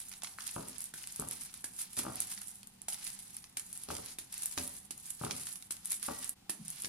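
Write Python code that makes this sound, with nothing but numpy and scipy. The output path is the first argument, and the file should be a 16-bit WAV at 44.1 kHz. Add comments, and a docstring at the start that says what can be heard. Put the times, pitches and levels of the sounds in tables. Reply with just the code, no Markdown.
"""At a kitchen counter, close to a two-port microphone, thin plastic gloves crinkle from the first moment.
Soon a chocolate bar snaps; its pieces fall into a glass bowl, clack on the heap, thud through the counter
and faintly ring the glass, while more breaks follow and a small hard room answers over a steady hum.
Near the end the ring and room tails stop and the level dips briefly; one more break, soft low bumps and
a last piece follow. Cracks and crinkles are shaped noise, knocks are struck resonances, rings are sines."""
import sys
import numpy as np
from scipy import signal
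from scipy.fft import rfft, irfft, next_fast_len
from scipy.io import wavfile
from scipy.ndimage import map_coordinates

SR = 44100
rng = np.random.default_rng(int(sys.argv[2]) if len(sys.argv) > 2 else 0)


def waveform_to_disk(signal):
    """Save audio, clipped to [-1, 1], as 16-bit WAV at the path in sys.argv[1]."""
    frames = np.transpose(np.atleast_2d(signal))
    scaled = np.clip(frames, -1, 1) * 32767
    samples = np.round(scaled).astype(np.int16)
    wavfile.write(sys.argv[1], SR, samples)


N = 303695

# Levels in the tables are settings at the source, ahead of each layer's own trim.
# Breaks of the bar: (time [s], crack level [dB], knock level [dB], jolt level [dB], left-right [dB],
# splinter t60 [s], bar pitch [Hz])
BREAKS = [(0.2337, -29, -45.5, -58, -6, 0.49, 790), (0.3863, -49, -36.5, -69, -5, 0.18, 1440),
          (0.9386, -34, -47, -55.5, 1, 0.18, 1500), (1.642, -27, -44, -52, -2.5, 0.24, 1630),
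          (1.9675, -32, -73.5, -79, 2, 0.23, 1500), (2.8837, -24, -44.5, -59, -3, 0.19, 826),
          (3.5699, -24, -40.5, -58, -0.5, 0.3, 2460), (4.1856, -27.5, -42.5, -51.5, 0, 0.28, 2270),
          (4.9075, -29, -51, -52.5, -7, 0.098, 2480), (5.7072, -26, -50.5, -53.5, 4, 0.37, 1460),
          (6.4952, -24, -40.5, -44.5, -6, 0.33, 1890)]
# Loud glove creases that pop: (time [s], thin-film level [dB], thick-fold level [dB], left-right [dB])
CREASE_POPS = [(.0024, -33, -50, -1), (.094, -37.5, -63, -11), (.1158, -40, -44, -6), (.1264, -47, -44, -7),
               (.137, -40, -44, -6), (.2206, -37.5, -39.5, -1), (.246, -38, -35, -4),
               (.2713, -50, -39.5, 1), (.3115, -50, -56, -8), (.406, -44, -41.5, -10.5),
               (.4204, -40, -47, -9), (.4668, -38, -43.5, 9), (.4768, -31, -46, -16.5),
               (.4914, -46, -40, -3), (.685, -32, -55, -10), (.7828, -35, -70, -16), (.8058, -27.5, -71, 3),
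               (.821, -32, -71, -10), (.8412, -27, -70, 2), (.856, -36, -79, -14), (1.039, -48, -41.5, 2),
               (1.073, -29.5, -44.5, -1), (1.124, -30.5, -60, -1.5), (1.1607, -26.5, -48, 2),
               (1.198, -23, -60, 2), (1.2871, -26, -64, 0), (1.3113, -23.5, -67, 1), (1.4192, -35, -51, -9),
               (1.435, -37, -67, -13), (1.5405, -29.5, -45, -1.5), (1.7984, -37, -53, 3.5),
               (1.932, -36, -51, -4.5), (1.9747, -31, -42, -1.5), (1.99, -27.5, -34, -2),
               (2.157, -28, -61, -3), (2.2039, -18, -62, -2), (2.3116, -41, -63, -2),
               (2.376, -50, -39.5, 1), (2.4169, -32, -42.5, -2), (2.4733, -37, -74, -10),
               (2.6312, -41, -47.5, -2.5), (2.6722, -34.5, -62, 5), (2.818, -36, -57, -7),
               (2.9248, -54, -39, -2.5), (2.9438, -32, -41.5, 0), (3.0433, -33, -71, -5),
               (3.0678, -36, -37.5, -8), (3.1027, -32, -48, 2), (3.1909, -35.5, -50, 4),
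               (3.3673, -27.5, -52, 1), (3.4413, -43, -44.5, -1), (3.5963, -30, -44, -7),
               (3.7289, -27.5, -65, 1), (3.7753, -28.5, -70, -4.5), (3.836, -29.5, -49, 2),
               (3.8875, -39, -42, -2.5), (3.9518, -34, -41.5, -4), (3.9674, -32, -40, -3.5),
               (4.0605, -32.5, -57, -9), (4.3263, -29, -52, -2), (4.3414, -30.5, -51, -5),
               (4.3791, -27, -70, 2), (4.4222, -28, -45, -3), (4.4583, -16, -61, 0), (4.5769, -28, -30, -2),
               (4.5843, -36, -31.5, -1), (4.6769, -28, -47, -3), (4.9781, -32.5, -72, 3),
               (5.249, -27, -39.5, 0), (5.3096, -36, -31.5, -11), (5.3177, -32, -38, 1),
               (5.398, -33, -58, 8), (5.4695, -31, -38.5, -3), (5.5573, -37.5, -45, -7),
               (5.6246, -37, -46.5, -2.5), (5.722, -30, -50, -17), (5.7674, -39.5, -50, -5),
               (5.8568, -23.5, -48, 0), (5.9054, -26, -61, 2), (5.9196, -19, -36, -1),
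               (5.9302, -29, -43, 9), (6.0288, -28, -45, -5), (6.1176, -45, -47, 1.5),
               (6.2447, -26, -52, -3), (6.2939, -21, -50, -1), (6.5041, -25.5, -54, -6),
               (6.6815, -27.5, -69, 0), (6.7032, -27.5, -53, -2), (6.7908, -41, -67, -1.5),
               (6.8212, -26, -62, -2.5), (6.836, -36, -44, 0), (6.8464, -44, -32.5, -2),
               (6.855, -44, -38, 1)]
# Falling pieces: (boom over thud [dB], glass ring level [dB],
# contacts [(time [s], clack level [dB], thud level [dB]), ..])
FALLING_PIECES = [(-16, -80, [(.563, -31.5, -36), (.582, -37, -48), (.595, -40, -45.5), (.632, -44, -52),
                  (.668, -48, -53)]), (-3.5, -74, [(1.1952, -39.5, -41.5), (1.208, -42, -45.5),
                  (1.2225, -35.5, -45), (1.236, -43, -50.5), (1.27, -49, -53)]),
                  (-6.5, -67, [(1.975, -42, -44.5), (1.992, -36.5, -44), (2.037, -43, -45.5)]),
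                  (-4, -67.5, [(2.051, -36, -49), (2.066, -32, -40.5), (2.082, -37, -44), (2.099, -39, -59),
                  (2.143, -50, -58), (2.12, -40.5, -60), (2.17, -47, -68), (2.189, -54, -63)]),
                  (-8, -74, [(3.887, -39, -42.5), (3.9035, -28.5, -41), (3.915, -49, -45.5),
                  (3.926, -60, -48.5), (3.987, -45, -47.5)]), (-6, -73, [(4.5765, -31.5, -39.5),
                  (4.602, -58, -46), (4.654, -58, -53)]), (-5.5, -70, [(5.213, -37, -40.5),
                  (5.2365, -29, -42), (5.246, -52, -40), (5.2655, -33.5, -42.5), (5.2985, -39, -62),
                  (5.311, -50, -50), (5.332, -58, -50.5)]), (-13.5, -70.5, [(6.083, -35, -41),
                  (6.0865, -28.5, -46.5), (6.097, -37, -47.5), (6.11, -40, -43.5), (6.152, -53, -59)]),
                  (-13, -68, [(6.844, -73, -51), (6.869, -70, -50.5)])]
# Resonances of the pieces heaped in the bowl: (frequency [Hz], width [Hz], level [dB])
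HEAP_MODES = [(576, 24, 4.5), (824, 174, 3), (945, 59, 5.5), (1218, 203, 4.5), (1620, 420, -9),
              (2480, 830, -11.5)]
# Resonances of the counter: (frequency [Hz], width [Hz], level [dB])
COUNTER_MODES = [(192, 44, -5), (254.4, 29, 3.5), (323, 29, -3.5), (402, 16, -5.5), (454, 130, -1.5)]
# Ringing tones of the glass bowl: (frequency [Hz], relative level [dB], t60 [s])
GLASS_TONES = [(741, 0, .9), (748, -4, .7), (1922, -3, .7), (4700, -12, .5)]
# Resonances of the bar held in the fingers: (multiple of bar pitch [1], width per bar pitch [1], level [dB])
BAR_MODES = [(1, 0.297, 5), (1.6, 1, -10.5), (2.8, 0.29, -9)]
# Spectrum of the thin film: (frequency [Hz], relative density [dB per Hz])
FILM_SPECTRUM = [(2060, -31), (3500, -22), (4680, -24.5), (7210, -6.5), (10000, 2.5), (11200, -1.5),
                 (12100, -9.5), (14700, -17), (15400, -62), (16400, -66)]
# Spectrum of the thick folds: (frequency [Hz], relative density [dB per Hz])
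FOLD_SPECTRUM = [(500, -15.5), (900, -4.5), (1500, -1), (2500, 1.5), (3500, 1.5), (5000, 4.5), (7000, 1.5),
                 (10000, -61)]
# Hum shared by both microphone ports: (frequency [Hz], relative density [dB per Hz])
SHARED_HUM = [(12, -20), (20, -1.5), (53, -4), (174, -1.5), (264, -6), (304, -11.5), (548, -21), (613, -29),
              (747, -11), (1140, -18.5), (7250, -22), (10100, -20), (13100, -31), (15000, -22),
              (16400, -80)]
# Hum that differs between the ports: (frequency [Hz], relative density [dB per Hz])
APART_HUM = [(12, -59), (20, -15), (217, -1), (1080, -2), (1510, -38), (1990, -6), (2290, -7), (3700, -4),
             (13100, -17), (15000, -37), (16400, -44)]
# Microphone ports: (frequency [Hz], phase lead of left [rad], left over right [dB])
PORT_BALANCE = [(100, 0.054, 1), (358, 0.66, -0.5), (608, 4.7, 5), (1220, 5.65, 2.5), (2530, 5.44, 0),
                (4800, 5.46, 2.5), (9100, 3.12, -3), (14600, 1.54, 0.5)]
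# Small hard room: (frequency [Hz], t60 [s], left-right likeness [1])
ROOM_DECAY = [(60, 0.83, 0.88), (304, 0.44, 1), (990, 0.52, 0.51), (2840, 0.15, 0.57), (10200, 0.13, 0.079)]
# Resonances of the cabinet under the counter: (frequency [Hz], width [Hz], level [dB])
CABINET_MODES = [(67.5, 15, -17), (89, 12, -5), (127.5, 8.4, 0.5), (157, 36, -3.5)]
# Fuzzy, wavering tone in the hum: (frequency [Hz], width [Hz], mean level [dB])
DRONE_TONE = (194, 11.7, -72)
# Soft nudges of the counter: (time [s], peak level [dB], pitch [Hz], length [s])
SOFT_BUMPS = [(2.365, -56, 192, 0.052), (6.588, -47.5, 218.5, 0.031), (6.602, -42.5, 163, 0.026),
              (6.64, -56, 202.5, 0.032)]
# Finger movements, one rustle each: (time of peak [s], level [dB], swell over 20 dB [s], fade over 20 dB [s])
FINGER_MOVES = [(0.0, -43, .05, 0.11), (.128, -46, 0.068, 0.089), (.41, -51, 0.13, .2),
                (.469, -53.5, 0.56, 0.62), (.796, -48, 0.56, 0.4), (.96, -50.5, 0.02, 1.0),
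                (1.213, -47.5, 0.017, 0.068), (1.313, -47, 0.055, 0.53), (1.809, -42.5, 0.054, 0.076),
                (1.984, -38, 0.077, 0.12), (2.205, -40.5, .12, 0.17), (2.32, -47.5, 0.18, 0.31),
                (2.49, -54.5, 0.15, 0.12), (2.826, -59.5, 0.011, 0.034), (2.93, -44.5, 0.032, 0.14),
                (3.071, -41.5, 0.17, 0.18), (3.378, -47.5, .2, 0.044), (3.45, -60, .1, .17),
                (3.728, -48, 0.14, 0.32), (3.903, -42, 0.017, 0.24), (4.079, -47.5, 0.098, 0.16),
                (4.33, -46, 0.021, 0.58), (4.468, -51.5, 0.13, 0.13), (4.586, -37, 0.022, 0.18),
                (4.75, -53.5, 0.23, 0.1), (5.058, -48.5, .09, 0.22), (5.216, -45, 0.058, 0.52),
                (5.316, -59, 0.017, .3), (5.48, -50.5, 0.16, 0.21), (5.855, -49, 0.045, 0.13),
                (5.921, -40, 0.04, 0.07), (6.037, -40.5, 0.034, 0.16), (6.12, -49.5, 0.052, 0.34),
                (6.248, -44.5, 0.23, 0.091), (6.695, -49, 0.13, 0.46), (6.834, -53, 0.12, 0.13)]

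HUM_DB = -65.5  # shared part of the hum
CUT_S = 6.345  # the glass ring and room tails stop here
TOP_HZ = 16300  # upper band limit of the microphone
REST_DB = -84  # gloves held still
HUSH_S, HUSH_DB = 0.068, -11  # the fingers tense and go quiet just before a break
RECOIL_DB, RECOIL_S = -21, 0.027  # they jerk after it: rustle re crack setting, fade over 20 dB
FOLDS_DB, FOLDS_WANDER_DB = -11, 2  # thick folds under the thin film
POP_T60, FOLD_T60 = 0.0068, 0.021  # s; a thick fold gives way more slowly
SMALL_POP_DB, SMALL_POP_SPREAD_DB = 0.5, 5  # small pops over the rustle
CONTACT_S = 0.00036  # how long chocolate stays pressed on chocolate in a blow
CLATTER, ROCKING = 0.009, 0.052  # after-rattle on the heap and in the counter, as a share of the blow


def snaps():
    """The break is a sharp crack with splintering after it; it knocks the bar and jolts the counter."""
    crack, knock, jolt = np.zeros((3, 2, N))
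    rise = np.minimum(np.arange(int(.2 * SR)) / (0.00072 * SR), 1)  # the crack needs a moment to run
    for s, crack_db, knock_db, jolt_db, pan_db, splinter_t60, bar_hz in BREAKS:
        splintering = burst(0.035, .2) + 0.16 * burst(splinter_t60, .2)
        add(crack, s, amp(crack_db - 4.5) * rise * splintering, pan_db)
        bar = body([(bar_hz * ratio, bar_hz * width, db) for ratio, width, db in BAR_MODES])
        blow = 0.012 * burst(0.067, .07)[0]  # the halves grind past each other
        blow[[0, 40]] = 1, rng.uniform(-0.81, 0.49)  # the crack runs through in two steps
        add(knock, s, amp(knock_db + 8.0) * filtered(blow, bar))
        add(jolt, s + 0.00066, amp([jolt_db + 11.0]))  # a single impulse
    wide = lambda hz: 0.92 * colour(FILM_SPECTRUM)(hz) + 0.29 * colour(FOLD_SPECTRUM)(hz)
    return filtered(crack, wide) + knock + filtered(jolt, body([(278, 154, 0)]))


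def drops():
    """Each contact clacks on the heap, rattles the counter for a moment and rings the glass at new strengths."""
    clack, thud, boom, ring = np.zeros((4, 2, N))
    t = np.arange(SR) / SR
    press = np.sin(np.pi * np.clip(t[1:200] / CONTACT_S, 0, 1)) ** 2
    contacts = [(*row, boom_db, ring_db) for boom_db, ring_db, rows in FALLING_PIECES for row in rows]
    for s, clack_db, thud_db, boom_db, ring_db in contacts:
        rattle = burst(0.18, .25)[0]  # the piece rocks to rest
        blow = lambda share: np.convolve(np.r_[1, share * rattle], press / press.sum())
        add(clack, s, amp(clack_db + 6.0) * blow(CLATTER))
        add(thud, s, amp(thud_db + 12.5) * blow(ROCKING))
        add(boom, s, amp(thud_db + boom_db + 3.5) * blow(ROCKING))
        for hz, db, t60 in GLASS_TONES:
            decay = amp(ring_db + db + rng.normal(0, 5.7) - 60 * t / t60)
            add(ring, s, decay * np.sin(2 * np.pi * hz * t))
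    heavy = lambda hz: 1 / (1 + 1j * hz / 650) ** 2  # the bowl's mass keeps the treble out of the counter
    counter = filtered(thud, body(COUNTER_MODES, in_step=True))
    cabinet = filtered(boom, body(CABINET_MODES, in_step=True))
    return filtered(clack, body(HEAP_MODES)) - filtered(counter + cabinet, heavy), ring


def gloves():
    """A running crinkle in two sizes of fold, flipping facets, and single creases that pop."""
    level = hands()
    fine = crinkle(count=2500, spread_db=7, t60=0.016, smooth=0.99, clump_db=2.5)
    coarse = crinkle(count=900, spread_db=-2.0, t60=0.054, smooth=1.0, clump_db=1.5)
    thin = level * fine
    fold_gain = amp(FOLDS_DB + FOLDS_WANDER_DB * wobble(count=40))
    thick = level * fold_gain * (0.39 * fine + 0.98 * coarse)
    # small pops at random times follow the level of the rustle
    when = rng.random(70)
    size, fold, side = rng.standard_normal((70, 3)).T
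    rustle_db = 20 * np.log10(level[(when * N).astype(int)])
    small_db = rustle_db + SMALL_POP_DB + SMALL_POP_SPREAD_DB * np.minimum(size, 1)
    small = zip(when * N / SR, small_db, small_db - 17 + 6 * fold, 4 * side - 3)
    for s, thin_db, thick_db, pan_db in [*CREASE_POPS, *small]:
        add(thin, s, amp(thin_db) * burst(POP_T60, .05), pan_db)
        add(thick, s, amp(thick_db) * burst(FOLD_T60, .05), pan_db)
    facets = level * amp(-15) * ticks(count=1500, spread_db=3, centre_hz=8830)
    return filtered(thin, colour(FILM_SPECTRUM)) + filtered(thick, colour(FOLD_SPECTRUM)) + facets


def hands():
    """Level of the rustle: every movement swells and fades, every break hushes the fingers and then jerks them."""
    t = np.arange(N) / SR
    swelling = lambda s, db, swell, fade: amp(db - 20 * np.maximum((s - t) / swell, (t - s) / fade))
    level = amp(REST_DB) + np.zeros(N)
    for s, db, swell, fade in FINGER_MOVES:
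        same_side = (t < CUT_S) == (s < CUT_S)  # no movement carries across the cut
        level += swelling(s, db, swell, fade) * same_side
    for s, *_ in BREAKS:
        level *= amp(HUSH_DB * np.clip(1 - (s - t) / HUSH_S, 0, 1) * (t < s))
    for s, crack_db, *_ in BREAKS:
        level += swelling(s + 0.0025, crack_db + RECOIL_DB, .005, RECOIL_S)
    return level


def crinkle(count, spread_db, t60, smooth, clump_db):
    """Tiny creases, each a puff of noise with its own size and side, on a smooth rustle."""
    s, size, side = rng.random((count, 3)).T
    gain = amp(-spread_db * np.log(size + 0.034))
    at = (s * N).astype(int)
    creases = np.array([np.bincount(at, gain * amp(k * 16.0 * (side - .5)), N) for k in (1, -1)])
    creases = signal.lfilter([1], [1, -amp(-60 / (t60 * SR))], creases)  # each crease dies away
    clumps = amp(clump_db * (wobble(count=600) + wobble(count=150)))  # fingers move in jerks
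    noise = burst(np.inf, (N + .5) / SR, alike=0.56)
    return unit(clumps * (unit(creases) + smooth) * noise)


def ticks(count, spread_db, centre_hz):
    """Facets of the film that flip: a few cycles each, at a pitch and side of their own."""
    s, size, side, cycles = rng.random((count, 4)).T[..., None]
    hz = np.clip(centre_hz * amp(3.47 * rng.standard_normal((count, 1))), 1500, 14000)
    n = np.arange(128)
    decay_db = -60 * n / SR * hz / (6 + 14 * cycles)  # 60 dB in 6 to 20 cycles
    grain = amp(-spread_db * np.log(size + 0.013) + decay_db) * np.sin(2 * np.pi * hz * n / SR)
    lag = np.round(6 * (side - .5))  # samples
    at = lambda k: np.clip(s * N + n + k * lag, 0, N - 1).astype(int).ravel()
    panned = lambda k: (grain * amp(k * (1.5 * side - 1.5))).ravel()
    return unit(np.array([np.bincount(at(k), panned(k), N) for k in (1, -1)]))


def bumps():
    """Soft contacts: a short low swell without a click."""
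    out = np.zeros((2, N))
    for s, db, hz, length in SOFT_BUMPS:
        t = np.arange(int(length * SR)) / SR
        add(out, s, amp(db) * np.sin(np.pi * t / length) * np.sin(2 * np.pi * hz * t))
    return out


def room(x):
    """Tails that die by frequency, drawn anew every quarter second; alike at both ports only in the bass."""
    out, step = np.zeros((2, N + SR)), SR // 4
    for start in range(0, N, step):
        hz, t, z = signal.stft(rng.standard_normal((2, SR // 2)), SR, nperseg=512)
        turn = np.arccos(np.clip(along(ROOM_DECAY, hz, axis=2), 0, 1))[:, None] / 2
        z = np.array([z[0] * np.cos(turn) + k * z[1] * np.sin(turn) for k in (1, -1)])
        t60 = along(ROOM_DECAY, hz)[:, None]
        z = z * amp(-60 * t / t60) / np.sqrt(t60)  # long tails start lower
        tail = signal.istft(z, SR, nperseg=512)[1]
        send = x[:, start:start + step].mean(0)[None]
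        wet = signal.fftconvolve(send, tail / np.linalg.norm(tail[0]), axes=1)
        out[:, start + 150:][:, :wet.shape[1]] += wet  # the answer comes 150 samples late
    return out[:, :N]


def hum():
    """Steady kitchen rumble and microphone hiss: noise shared and apart at the ports, and a wavering drone."""
    alike, apart, fuzz = rng.standard_normal((3, N))
    hz, width, db = DRONE_TONE
    drone = amp(db + 1.9 * wobble(count=30)) * unit(filtered(fuzz, body([(hz, width, 0)])))
    alike = amp(HUM_DB) * unit(filtered(alike, colour(SHARED_HUM))) + drone
    apart = amp(HUM_DB - 3.0) * unit(filtered(apart, colour(APART_HUM)))
    return np.array([alike + apart, alike - apart])


def amp(db):
    """Decibels to gain."""
    return 10 ** (np.asarray(db) / 20)


def unit(x):
    """Scaled to rms 1."""
    return x / np.sqrt(np.mean(x ** 2) + 1e-20)


def along(points, hz, axis=1):
    """One column of (frequency [Hz], value, ..) points on a log axis."""
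    p = np.transpose(points)
    return np.interp(np.log(hz + 1), np.log(p[0] + 1), p[axis])


def filtered(x, response):
    """x times a complex response of frequency."""
    m = next_fast_len(x.shape[-1] + SR // 4)
    return irfft(rfft(x, m) * response(np.fft.rfftfreq(m, 1 / SR)), m)[..., :x.shape[-1]]


def colour(points):
    """A smooth spectrum that passes white noise at equal power."""
    return lambda hz: unit(amp(along(points, hz)))


def body(modes, in_step=False):
    """Resonances whose answer to a unit blow peaks at 1; in step, they all start with one push the same way."""
    def raw(f):
        total = 0
        for k, (centre, width, db) in enumerate(modes):
            sign = 1 if in_step else (-1) ** k
            total = total + sign * amp(db) * 1j * f * width / (centre * centre - f * f + 1j * f * width)
        return total
    top = np.abs(irfft(raw(np.fft.rfftfreq(SR, 1 / SR)))).max()
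    return lambda f: raw(f) / top


def add(track, s, sound, pan_db=0.):
    """Mix a sound into both channels at time s."""
    part = track[:, round(s * SR):][:, :sound.shape[-1]]
    part += amp([[pan_db / 2], [-pan_db / 2]]) * sound[..., :part.shape[1]]


def burst(t60, length, alike=0.62):
    """Dying noise, partly different at the two ports."""
    t = np.arange(int(length * SR)) / SR
    both, left, right = rng.standard_normal((3, len(t)))
    return amp(-60 * t / t60) * (alike * both + np.sqrt(1 - alike ** 2) * np.array([left, right]))


def wobble(count):
    """A smooth random curve through count knots."""
    return map_coordinates(rng.standard_normal(count), [np.linspace(0, count - 1, N)])


def scene():
    """Near sounds and their room reach the two microphone ports; the hum lies beneath."""
    knocks, ring = drops()
    film = gloves()
    solid = snaps() + knocks + bumps()
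    send = amp(-6.0) * film + amp(-4.5) * solid
    before = np.arange(N) < CUT_S * SR
    wet = before * (ring + room(send * before)) + room(send * ~before)  # the glass rings only before the cut
    side = np.array([[.5], [-.5]])
    level = lambda hz: amp(side * along(PORT_BALANCE, hz, axis=2))
    phase = lambda hz: np.exp(1j * side * along(PORT_BALANCE, hz))
    return filtered(film + solid + wet, lambda hz: level(hz) * phase(hz)) + hum()


def record(dry):
    """The level dips briefly just after the tails stop; the microphone keeps nothing above its band limit."""
    dip = np.clip(np.abs(np.arange(N) / SR - CUT_S - .003) / 0.015, .4, 1)
    return filtered(dip * dry, lambda hz: hz < TOP_HZ)


dry = scene()
out = record(dry)
waveform_to_disk(out)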